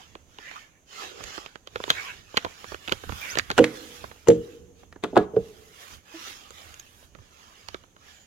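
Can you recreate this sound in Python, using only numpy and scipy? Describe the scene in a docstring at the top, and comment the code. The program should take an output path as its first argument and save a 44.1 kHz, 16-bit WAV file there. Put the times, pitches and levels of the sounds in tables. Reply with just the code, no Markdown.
"""Edging along a parked car

A jacket swishes by sliding friction and crinkles as its creases buckle, close to a handheld camera.
Two bumps excite the modes of the car's side panel; a thumb snaps the fuel flap shut and lets it spring
back, and a rubber sole hoots. Ventilation hums; handling, footfalls and the panel add low thuds. The
concrete garage reverberates, and a limiter flattens the loudest knocks."""
import sys
import numpy as np
from scipy import signal
from scipy.fft import rfft, irfft, next_fast_len
from scipy.io import wavfile
from scipy.ndimage import uniform_filter1d, minimum_filter1d, map_coordinates

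SR = 44100
rng = np.random.default_rng(int(sys.argv[2]) if len(sys.argv) > 2 else 0)


def waveform_to_disk(signal):
    """Save audio, clipped to [-1, 1], as 16-bit WAV at the path in sys.argv[1]."""
    frames = np.transpose(np.atleast_2d(signal))
    scaled = np.clip(frames, -1, 1) * 32767
    samples = np.round(scaled).astype(np.int16)
    wavfile.write(sys.argv[1], SR, samples)


N = 364266

# Levels in the tables are relative; a positive right bias favours the right channel.
# jacket sliding on itself: (time at full speed [s], hold [s], level [dB], rise [s], fall [s],
# fizz over swish [dB])
STROKES = [(0.0, 0.01, -52.5, .2, 0.24, -16.5), (0.47, 0.15, -52, .25, 0.093, -14),
           (0.988, .06, -40, 0.14, 0.18, -16.5), (1.27, .11, -42.5, .22, .17, -17),
           (1.922, .13, -42.5, .28, .25, -13), (2.364, 0.26, -50.5, .15, .3, -13),
           (2.713, .02, -47, .2, 0.098, -11), (2.873, .05, -48, 0.16, .35, -9.5),
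           (3.215, .1, -42.5, .34, .2, -7.5), (3.741, .25, -47.5, 0.55, 0.39, -8),
           (4.423, .11, -57, 0.21, .16, -8.5), (4.796, 0.015, -60.5, .07, 0.11, -11.5),
           (5.126, .1, -62, .12, 0.09, -12), (5.489, .21, -57, 0.28, 0.33, -7),
           (5.81, 0.14, -48.5, 0.14, .07, -8.5), (6.238, .04, -42.5, .24, .32, -10.5),
           (6.595, 0.1, -50.5, .2, .3, -9), (6.907, .14, -59, .3, 0.073, -4.5),
           (7.414, 0.29, -56, .45, .25, -12), (8.09, .03, -52.5, 0.16, .24, -13.5)]
# ribbed cloth rasping: (time at full speed [s], hold [s], level [dB], rise [s], fall [s])
RASPS = [(0.467, 0.014, -42.5, 0.12, 0.22), (1.981, .125, -39, 0.12, .06), (3.256, .07, -39, 0.09, .14),
         (6.616, 0.059, -55.5, .08, 0.17)]
# heavy, hollow drags of the sleeve: (time at full speed [s], hold [s], level [dB], rise [s], fall [s])
DRAGS = [(1.065, 0.15, -51.5, .16, 0.16), (1.896, .03, -58.5, .3, 0.52), (7.2, 0.0198, -65, .08, 0.198)]
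# the weave whistling, one list a stroke: (time [s], pitch [Hz], level [dB])
WHISTLES = [
    [(0.535, 1063, -61), (0.565, 1198, -33), (0.585, 1270, -48), (0.6, 1290, -57)],
    [(3.07, 11990, -65), (3.15, 12890, -57), (3.22, 14700, -52), (3.25, 14460, -57)],
    [(3.29, 4410, -42), (3.31, 5845, -36.5), (3.328, 6850, -41), (3.345, 6760, -71)],
    [(6.79, 6390, -58), (6.798, 6550, -37.5), (6.81, 6500, -65)],
    [(8.14, 7140, -67), (8.19, 6900, -61), (8.22, 7100, -60), (8.26, 6700, -69)],
]
# creases popping, with a soft footfall and a faint shoe squeak near the end:
# (time [s], knock [dB], crack [dB], resonance [Hz], right bias [dB])
POPS = [(0.1526, -40, -46, 2840, 3.5), (0.3853, -42.5, -43.5, 2780, 5.5), (0.513, -45.5, -41.5, 1990, 25),
        (1.2049, -40, -53, 1177, 13.5), (1.2392, -44, -42, 6800, 15), (1.3784, -32.5, -38, 1350, 15),
        (1.461, -41.5, -38.5, 3180, 12), (1.5566, -41.5, -40.5, 1950, 13), (1.6726, -44.5, -39, 3260, 9.5),
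        (1.7581, -28, -30.5, 1296, 6.5), (1.8013, -32.5, -52, 1010, 7), (1.8393, -34.5, -32.5, 3460, 8.5),
        (1.8793, -33, -44.5, 897, 11.5), (1.9024, -29.5, -13.5, 3460, 3), (1.9093, -29, -40.5, 1330, 8.5),
        (2.3422, -36.5, -48, 970, 11.5), (2.3711, -29.5, -20, 3120, 6), (2.3748, -27, -18, 2083, 5),
        (2.4479, -27, -32, 3266, 7.5), (2.463, -34, -55, 916, 1.5), (2.6423, -37.5, -42, 1250, 9),
        (2.7195, -33, -42, 1180, 13), (2.7441, -35, -35.5, 1479, 9), (2.8769, -48.5, -34, 2728, 5.5),
        (2.8821, -34, -33.5, 2760, 9), (2.8947, -44, -31.5, 2800, 16.5), (2.9165, -32, -44, 1200, 0),
        (2.9223, -23, -20, 3106, 10.5), (3.0364, -37.5, -48.5, 1575, 10),
        (3.0928, -31.5, -39.5, 1310, 14.5), (3.122, -36.5, -40.5, 1240, 7), (3.3545, -33, -31.5, 2900, 5),
        (3.372, -25.5, -26.5, 1925, 16.5), (3.3864, -30, -22, 4800, 1.5), (3.3955, -40, -22.5, 1680, 29),
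        (3.5022, -27, -25, 1520, 2), (3.514, -32.5, -29, 4335, 0.5), (4.0406, -34, -43.5, 1603, 11),
        (4.1141, -43, -47.5, 1730, 8.5), (6.5063, -47.5, -54.5, 7160, 11), (6.7418, -69, -51, 6420, 4),
        (6.7969, -60, -51.5, 6900, 1), (7.0255, -54.5, -70, 2696, 7), (7.1502, -47.5, -49.5, 1406, 14),
        (7.1873, -52.5, -63, 993, 0), (7.6854, -43, -38.5, 5200, 12), (7.7442, -32.5, -33, 1210, 11),
        (7.8365, -52, -56.5, 1475, 10), (7.9641, -53, -58, 1395, 5)]
# low thuds from handling, footfalls and the bumped car panel: (time [s], level [dB])
THUDS = [(0.1, -63), (1.24, -50.5), (1.77, -52), (1.91, -50), (2.45, -60), (2.72, -50.5), (2.92, -46),
         (3.1, -38.5), (3.37, -45.5), (3.51, -46.5), (4.04, -50), (4.37, -47.5), (5.17, -43.5),
         (5.39, -48.5), (5.94, -53), (6.51, -62), (7.18, -54), (7.68, -61)]
# side panel modes: (frequency [Hz], t60 [s], level at first spot [dB], level at second spot [dB])
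PANEL_MODES = [(79, 0.19, -37, -36.5), (108, 0.25, -32, -28), (126, 0.28, -25.5, -21.5),
               (174, 0.31, -28.5, -23.5), (228.4, 0.28, -22, -22.5), (269.2, 0.17, -15, -19.5),
               (313.5, 0.22, -9.5, -11), (339, 0.062, -5, -4), (401, 0.11, -15, -9.5),
               (432, 0.13, -12.5, -7.5), (472, 0.2, -7.5, -2.5), (502, 0.084, -11.5, -10),
               (532, 0.19, -12, -18.5), (643, 0.039, -20, -32), (753, 0.081, -21, -36),
               (856, 0.084, -28, -26)]
# blows on the panel, one list a spot: (time [s], strength [dB], t60 factor [1], cut-off [Hz])
PANEL_BUMPS = [
    [(3.587, 4, 0.89, 3000)],
    [(4.2735, -16, 0.97, 2940), (4.2845, 2, 1, 3000)],
]
# hard contacts on panel and catch: (time [s], knock [dB], crack [dB], resonance [Hz], right bias [dB])
CONTACTS = [(3.579, -20.5, -21.5, 3060, 7.5), (3.5835, -27, -19, 1450, 2), (3.5895, -18.5, -22, 2950, 3),
            (3.6414, -23.5, -19, 2153, 7), (4.2726, -30.5, -39.5, 2942, -1), (4.2845, -37, -30.5, 6630, -1),
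            (4.3012, -37, -33, 3130, 0.5), (4.314, -39.5, -42, 3080, 5), (4.8318, -49.5, -66, 2462, 6),
            (4.9255, -51, -48, 1800, 3), (4.9593, -42, -58, 1740, 9.5), (5.0374, -24, -32, 3600, 1),
            (5.0433, -29, -39.5, 1360, 1.5), (5.158, -28.5, -41, 3700, 2),
            (5.1662, -12.5, -30.5, 1150, -0.5), (5.175, -18.5, -31, 3870, 0), (5.3629, -55, -49, 1420, -1)]
# fuel flap modes: (frequency [Hz], t60 [s], level at catch [dB], level at spring stop [dB])
FLAP_MODES = [(125, 0.3, -30, -28), (185.2, 0.42, -27, -26.5), (218, 0.21, -27.5, -28),
              (262, 0.16, -16, -32.5), (306.4, 0.2, -15.5, -29.5), (383, 0.12, -10.5, -35.5),
              (421.5, 0.33, -14, -21.5), (453.7, 0.22, -17, -8), (510, 0.071, -6, -18),
              (571, 0.028, -5, -15), (631, 0.1, -14.5, -19), (704, 0.15, -12.5, -44),
              (841, 0.048, -10, -36.5), (1130, 0.042, -24.5, -25), (1312, 0.11, -22, -51),
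              (1440, 0.13, -25, -37), (1680, 0.16, -24.5, -39)]
# blows at the catch, then at the stop: (time [s], strength [dB], t60 factor [1], cut-off [Hz])
FLAP_PUSHES = [
    [(5.038, -14.5, 0.8, 490), (5.129, -18.5, 0.94, 448), (5.166, 2, 0.8, 2455)],
    [(5.336, -15, 0.76, 600), (5.366, -0.5, 0.42, 1266)],
]
# rubber sole modes: (frequency [Hz], t60 [s], level [dB])
SOLE_MODES = [(327, 0.096, -12.5), (647, 0.045, -18)]
# its scuff on the painted floor: (time [s], strength [dB], t60 factor [1], cut-off [Hz])
SOLE_SCUFFS = [
    [(6.139, 0.0033, 0.98, 2030)],
]
# spectral envelopes of the noises: (frequency [Hz], level [dB])
SWISH_SPECTRUM = [(120, -42), (200, -12), (418, -6), (505, -5.5), (649, -7.5), (783, -3), (888, -7.5),
                  (1200, -1), (1540, -3), (1740, -1), (1980, -5.5), (3160, -1.5), (4070, -7), (6930, -7.5),
                  (8500, -25.5), (11000, -47.5), (18700, -120)]
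FIZZ_SPECTRUM = [(6000, -47), (7800, -1), (9500, -1), (11200, 1), (13000, -1), (15000, -5.5), (16500, -4.5)]
VENTILATION_SPECTRUM = [(15, -33), (25, 3.5), (97, -6), (229, -4.5), (624, -10.5), (695, -12),
                        (1040, -16.5), (1260, -18.5), (1840, -23), (2990, -19.5), (5140, -29),
                        (6380, -10.5), (8140, -27), (12500, -29), (16000, -34)]
RUMBLE_SPECTRUM = [(15, -14), (40, -7.5), (80, 3.5), (130, -8), (250, -16.5), (600, -52.5)]
POP_SPECTRUM = [(50, 19), (110, 18.5), (210, 6), (430, 13), (720, 6), (1200, 9), (2000, 4.5), (3300, 3.5),
                (4500, 1.5), (5500, -10.5), (7000, -3), (8300, -21), (12000, -19), (16000, -26.5)]
CLICK_SPECTRUM = [(50, 20.5), (2000, 0.5), (3300, -3), (5200, -8.5), (7200, -7), (8300, -11.5),
                  (9800, -12.5), (12000, -20), (16000, -25.5)]
# likeness of left and right: (frequency [Hz], coherence [1])
AIR_COHERENCE = [(60, 0.63), (300, 1), (900, 0.22), (2500, 0.091), (12000, 0.042)]
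CLOTH_COHERENCE = [(200, .8), (1000, 0.45), (4000, 0.1), (14000, 0.37)]
# reverberation time of the garage: (frequency [Hz], t60 [s])
HALL_T60 = [(100, 1.8), (450, 0.96), (1500, 0.61), (5000, 0.21), (14000, 0.3)]
# thud, knock, crack and tick bands of a snap: (lower edge [Hz], upper edge [Hz])
SNAP_BANDS = [(50, 250), (250, 1200), (1200, 4500), (4500, 16000)]

TOP_HZ = 16100


def amp(db):
    """Amplitude ratio of a level in decibels."""
    return 10 ** (np.asarray(db) / 20)


def unit(x):
    """Normalisation to rms 1."""
    return x / np.sqrt(np.mean(x ** 2) + 1e-20)


def along(points, hz):
    """Interpolation on a logarithmic frequency axis."""
    knots_hz, values = np.transpose(points)
    return np.interp(np.log(hz + 1), np.log(knots_hz + 1), values)


def wobble(rate):
    """Smooth random modulation, with rate knots a second."""
    return map_coordinates(rng.standard_normal(int(N * rate / SR) + 4), [np.arange(N) * rate / SR])


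def filtered(x, response):
    """Linear filtering: the spectrum is multiplied by a frequency response."""
    n = x.shape[-1]
    padded = next_fast_len(n + 8192)
    return irfft(rfft(x, padded) * response(np.fft.rfftfreq(padded, 1 / SR)), padded)[..., :n]


def add(track, start_s, sound):
    """Superposition of a sound on a track."""
    part = track[..., max(round(start_s * SR), 0):][..., :sound.shape[-1]]
    part += sound[..., :part.shape[-1]]


def together(gains):
    """Incoherent sources add in power."""
    return np.sqrt(sum(gain ** 2 for gain in gains))


def stereo_noise(spectrum, coherence):
    """Partially coherent noise of rms 1: the ratio of mid to side sets the coherence."""
    angle = lambda hz: np.arccos(np.clip(along(coherence, hz), -1, 1)) / 2
    shape = lambda hz: amp(along(spectrum, hz)) * [np.cos(angle(hz)), np.sin(angle(hz))]
    mid, side = filtered(rng.standard_normal((2, N)), shape)
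    return unit(np.array([mid + side, mid - side]))


def narrow_band(centre_hz, width_hz):
    """Quadrature modulation shifts low-pass noise to a fixed or moving centre."""
    skirt = [(width_hz / 4, 0), (width_hz / 2, -3), (width_hz * 2, -22), (width_hz * 10, -70)]
    in_phase, quadrature = (stereo_noise(skirt, coherence=[(100, 0.23)]) for _ in range(2))
    phase = 2 * np.pi * np.cumsum(np.broadcast_to(centre_hz, N)) / SR
    return in_phase * np.cos(phase) + quadrature * np.sin(phase)


def placed(x, lag_ms, right_db):
    """Time and level differences: a source on the right reaches the left channel later and weaker."""
    side = np.array([[-1], [1]])
    delay = lambda hz: np.exp(1j * np.pi * hz * lag_ms / 1000 * side)
    return filtered(x, delay) * amp(right_db / 2 * side)


def swell(time, hold, db, rise, fall):
    """Friction noise grows as speed to the power 1.5, holds, then loses 20 dB per fall time."""
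    t = np.arange(N) / SR - time
    speed = np.clip(1 + t / rise, 0, 1)
    fading = np.clip((t - hold) / fall, 0, 10)
    return speed ** 1.5 * amp(db - 20 * fading)


def snaps(rows, spectrum, bands, t60s, tick_db, tail_db, tail_t60, spread, ring_db, upper_db, lead_db):
    """Sudden release: a brief slide, then a noise burst with two resonances, its low bands dying last."""
    out = np.zeros((2, N))
    t = np.arange(4096) / SR - 0.012
    after = np.maximum(t, 0)
    times, knock, crack, ring_hz, right_bias = np.transpose(rows)
    thud = knock - 16
    tick = crack + tick_db + 0.0036 * ring_hz  # the higher it rings, the sharper it is
    levels = [thud, knock, crack, tick][-len(bands):]
    peak = lambda hz: 1 / (1 + ((hz / ring_hz[:, None, None, None] - 1) / 0.1) ** 2)
    colour = lambda hz: amp(along(spectrum, hz) + ring_db * peak(hz) + upper_db * peak(hz / 1.45))
    noise = rng.standard_normal((len(rows), len(bands), 3, len(t)))  # left, right, common
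    slips = amp(3.3 * rng.standard_normal((len(rows), 1, 1, len(t))))  # a few micro-slips stand out
    noise = filtered(slips * (noise[:, :, :2] * spread + noise[:, :, 2:]), colour)
    slide = amp(lead_db - 60 * np.abs(t) / 0.055)
    onset = 1 - np.exp(-after / 0.00039)
    tail = amp(tail_db - 60 * after / tail_t60)
    for k, (band, t60) in enumerate(zip(bands, t60s)):
        envelope = (amp(-60 * after / t60) + tail) * onset + slide
        bandpass = signal.butter(2, band, "band", fs=SR, output="sos")
        bursts = signal.sosfilt(bandpass, noise[:, k] * envelope)
        for time, db, right_db, burst in zip(times, levels[k], right_bias, bursts):
            balance = unit(amp([[0], [right_db]]))
            rms = np.sqrt(np.sum(burst ** 2) / (2 * 0.01 * SR))  # energy referred to 10 ms
            add(out, time + t[0], amp(db) * balance * burst / rms)
    return out


def struck(modes, blows, attack_s, scatter_db, drift):
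    """Modal superposition: the point of impact weights the damped modes; one track a point."""
    out = np.zeros((len(blows), N))
    t = np.arange(SR // 2) / SR
    hz, t60, *spots = np.transpose(modes)[:, :, None]
    polarity = (-1) ** np.arange(len(hz))[:, None]  # neighbouring modes swing in opposite senses
    onset = 1 - np.exp(-t / attack_s)
    for track, spot_db, rows in zip(out, spots, blows):
        for time, db, t60_factor, cut_hz in rows:
            # loosely held parts rattle, so their phases wander
            wander = drift * np.cumsum(rng.standard_normal((len(hz), len(t))), axis=1) / np.sqrt(SR)
            wander = uniform_filter1d(uniform_filter1d(wander, size=60, axis=1), size=45, axis=1)
            start_db = db + spot_db + scatter_db * rng.standard_normal(hz.shape)
            level = amp(start_db - 60 * t / (t60 * t60_factor))
            level /= np.sqrt(1 + (hz / cut_hz) ** 4)  # a soft contact misses the high modes
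            ringing = polarity * level * np.sin(2 * np.pi * hz * t + wander)
            add(track, time, ringing.sum(axis=0) * onset)
    return out


def folds(x, depth_db):
    """Folds that open and close impose short-lived resonances on the cloth's noise."""
    spectra = signal.stft(x, nperseg=1024)[2]
    field = rng.standard_normal(spectra.shape[1:])
    field = uniform_filter1d(uniform_filter1d(field, size=5, axis=0), size=5, axis=1)
    return unit(signal.istft(spectra * amp(depth_db * unit(field)), nperseg=1024)[1][:, :N])


def cloth_friction(strokes):
    """Sliding friction radiates broadband noise; ribs and heavy drags add narrow bands."""
    fizz_gain = together(stroke * amp(row[-1]) for stroke, row in zip(strokes, STROKES))
    rasp_gain = together(swell(*row) for row in RASPS)
    drag_gain = together(swell(*row) for row in DRAGS)
    swish = together(strokes) * folds(stereo_noise(SWISH_SPECTRUM, CLOTH_COHERENCE), depth_db=3.5)
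    fizz = fizz_gain * folds(stereo_noise(FIZZ_SPECTRUM, CLOTH_COHERENCE), depth_db=2.0)
    rasp = rasp_gain * folds(narrow_band(centre_hz=2012, width_hz=1050), depth_db=5.5)
    drag = drag_gain * narrow_band(centre_hz=426, width_hz=140)
    return amp(0.75) * swish + amp(-0.3) * fizz + rasp + drag


def clothing():
    """Threads catch and let go, modulating the jacket's swish; creases and shoes add transients."""
    strokes = [swell(*row[:-1]) for row in STROKES]
    grain = amp(0.8 * wobble(290) + 0.6 * wobble(30))
    cloth = grain * (cloth_friction(strokes) + weave_whistle())
    pops = creases_and_steps(together(strokes))
    return placed(cloth, lag_ms=0.42, right_db=6.0) + placed(pops, lag_ms=0.33, right_db=-1.0)


def ventilation():
    """Steady airflow fills the garage with nearly stationary noise."""
    gain = amp(-62.5 + 0.81 * wobble(1.1))
    return placed(gain * stereo_noise(VENTILATION_SPECTRUM, AIR_COHERENCE), lag_ms=0, right_db=3.0)


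def low_thuds():
    """Low-frequency vibration: handling, footfalls and the bumped panel thud over the hand's tremor."""
    thuds = [swell(time, hold=0.031, db=db, rise=0.08, fall=0.083) for time, db in THUDS]
    tremor = amp(-66.5 + 4.5 * wobble(6.7))
    rumble = together(thuds + [tremor]) * stereo_noise(RUMBLE_SPECTRUM, AIR_COHERENCE)
    return placed(rumble, lag_ms=0, right_db=10.0)


def reverberation(x):
    """The diffuse field of the concrete hall decays exponentially, slowest in the bass."""
    spectrum = [(100, 0.5), (310, -3), (480, -2.5), (900, -1.0), (3000, 1.5), (14000, 3.5)]
    noise = stereo_noise(spectrum, AIR_COHERENCE)[:, :SR * 3 // 2]
    hz, t, spectra = signal.stft(noise, SR, nperseg=256)
    decay = amp(-60 * t / along(HALL_T60, hz)[:, None])
    build_up = 1 - np.exp(-t / 0.012)
    tail = signal.istft(spectra * decay * build_up, SR, nperseg=256)[1]
    return signal.fftconvolve(x, tail / np.linalg.norm(tail[0]), axes=1)[:, :N]


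def creases_and_steps(swish_gain, faint_count=18):
    """Short transients: buckling creases pop, with a soft footfall and a shoe squeak near the end."""
    # faint random creases are likelier and louder while the cloth moves fast
    chance = np.cumsum(np.sqrt(swish_gain))
    onsets = np.searchsorted(chance, rng.random(faint_count) * chance[-1])
    size, pitch = rng.standard_normal((faint_count, 2)).T
    knock_db = 20 * np.log10(swish_gain[onsets]) - 6 + 2 * size
    ring_hz = 1500 * np.exp(0.35 * pitch)
    faint = [(time, db, db - 5.5, hz, 9) for time, db, hz in zip(onsets / SR, knock_db, ring_hz)]
    return snaps(POPS + faint, POP_SPECTRUM, SNAP_BANDS, t60s=[0.035, 0.031, 0.0087, 0.0078],
                 tick_db=-19.5, tail_db=-25.0, tail_t60=0.063, spread=0.65,
                 ring_db=10.0, upper_db=3, lead_db=-29)


def weave_whistle():
    """Periodic excitation: the ribs of the weave whistle at the rate at which they pass."""
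    t = np.arange(N) / SR
    times, pitches, levels = np.concatenate(WHISTLES).T
    hz = np.interp(t, times, pitches) * (1 + 0.02 * wobble(300))  # the ribs pass unevenly
    octave = amp(-13) * (2 * hz < TOP_HZ) * narrow_band(2 * hz, width_hz=1200)
    inside_s = [np.minimum(t - rows[0][0], rows[-1][0] - t) for rows in WHISTLES]
    gate = sum(np.clip(margin / 0.022 + 0.5, 0, 1) for margin in inside_s)
    gain = gate * amp(np.interp(t, times, levels) - 2.0 + 2.5 * wobble(120))
    return gain * (narrow_band(hz, width_hz=270) + octave)


def contact_clicks():
    """Brief, hard contacts on the panel and in the flap's catch radiate broadband transients."""
    clicks = snaps(CONTACTS, CLICK_SPECTRUM, SNAP_BANDS[1:], t60s=[0.03, 0.018, 0.013],
                   tick_db=-20.5, tail_db=-25.5, tail_t60=0.33, spread=0.8,
                   ring_db=9.0, upper_db=-3, lead_db=-21)
    return placed(clicks, lag_ms=0.048, right_db=-2.5)


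def side_panel():
    """Plate vibration: bumps at two spots excite the same bending modes in different proportions."""
    first, second = struck(PANEL_MODES, PANEL_BUMPS, attack_s=0.0015, scatter_db=1.1, drift=4.5)
    return placed(first, lag_ms=-0.04, right_db=4.5) + placed(second, lag_ms=-0.27, right_db=2.0)


def fuel_flap():
    """Impact excitation: the flap rings in its housing on meeting the catch, then the spring stop."""
    clacks = struck(FLAP_MODES, FLAP_PUSHES, attack_s=0.0012, scatter_db=1.85, drift=9.2)
    return placed(clacks.sum(axis=0), lag_ms=-0.1, right_db=3.5)


def shoe():
    """Stick-slip friction makes a rubber sole hoot briefly on the painted floor."""
    hoot = struck(SOLE_MODES, SOLE_SCUFFS, attack_s=0.09, scatter_db=1.5, drift=2.5)
    return placed(hoot, lag_ms=0, right_db=5)


def scene():
    """Direct sound, reverberant field and background noise superpose."""
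    person = clothing() + shoe()
    car = side_panel() + fuel_flap() + contact_clicks()
    hall = reverberation(amp(-25.0) * person + amp(-26.0) * car)
    return person + car + hall + low_thuds() + ventilation()


def record(dry):
    """Peak limiting: the gain dips briefly around each overload; a low-pass then limits the band."""
    peak = np.abs(dry).max(axis=0)
    allowed_gain = np.minimum(1, amp(-0.4) / (peak + 1e-9))
    gain = uniform_filter1d(minimum_filter1d(allowed_gain, size=200), size=100)
    return filtered(dry * gain, lambda hz: hz < TOP_HZ)


dry = scene()
out = record(dry)
waveform_to_disk(out)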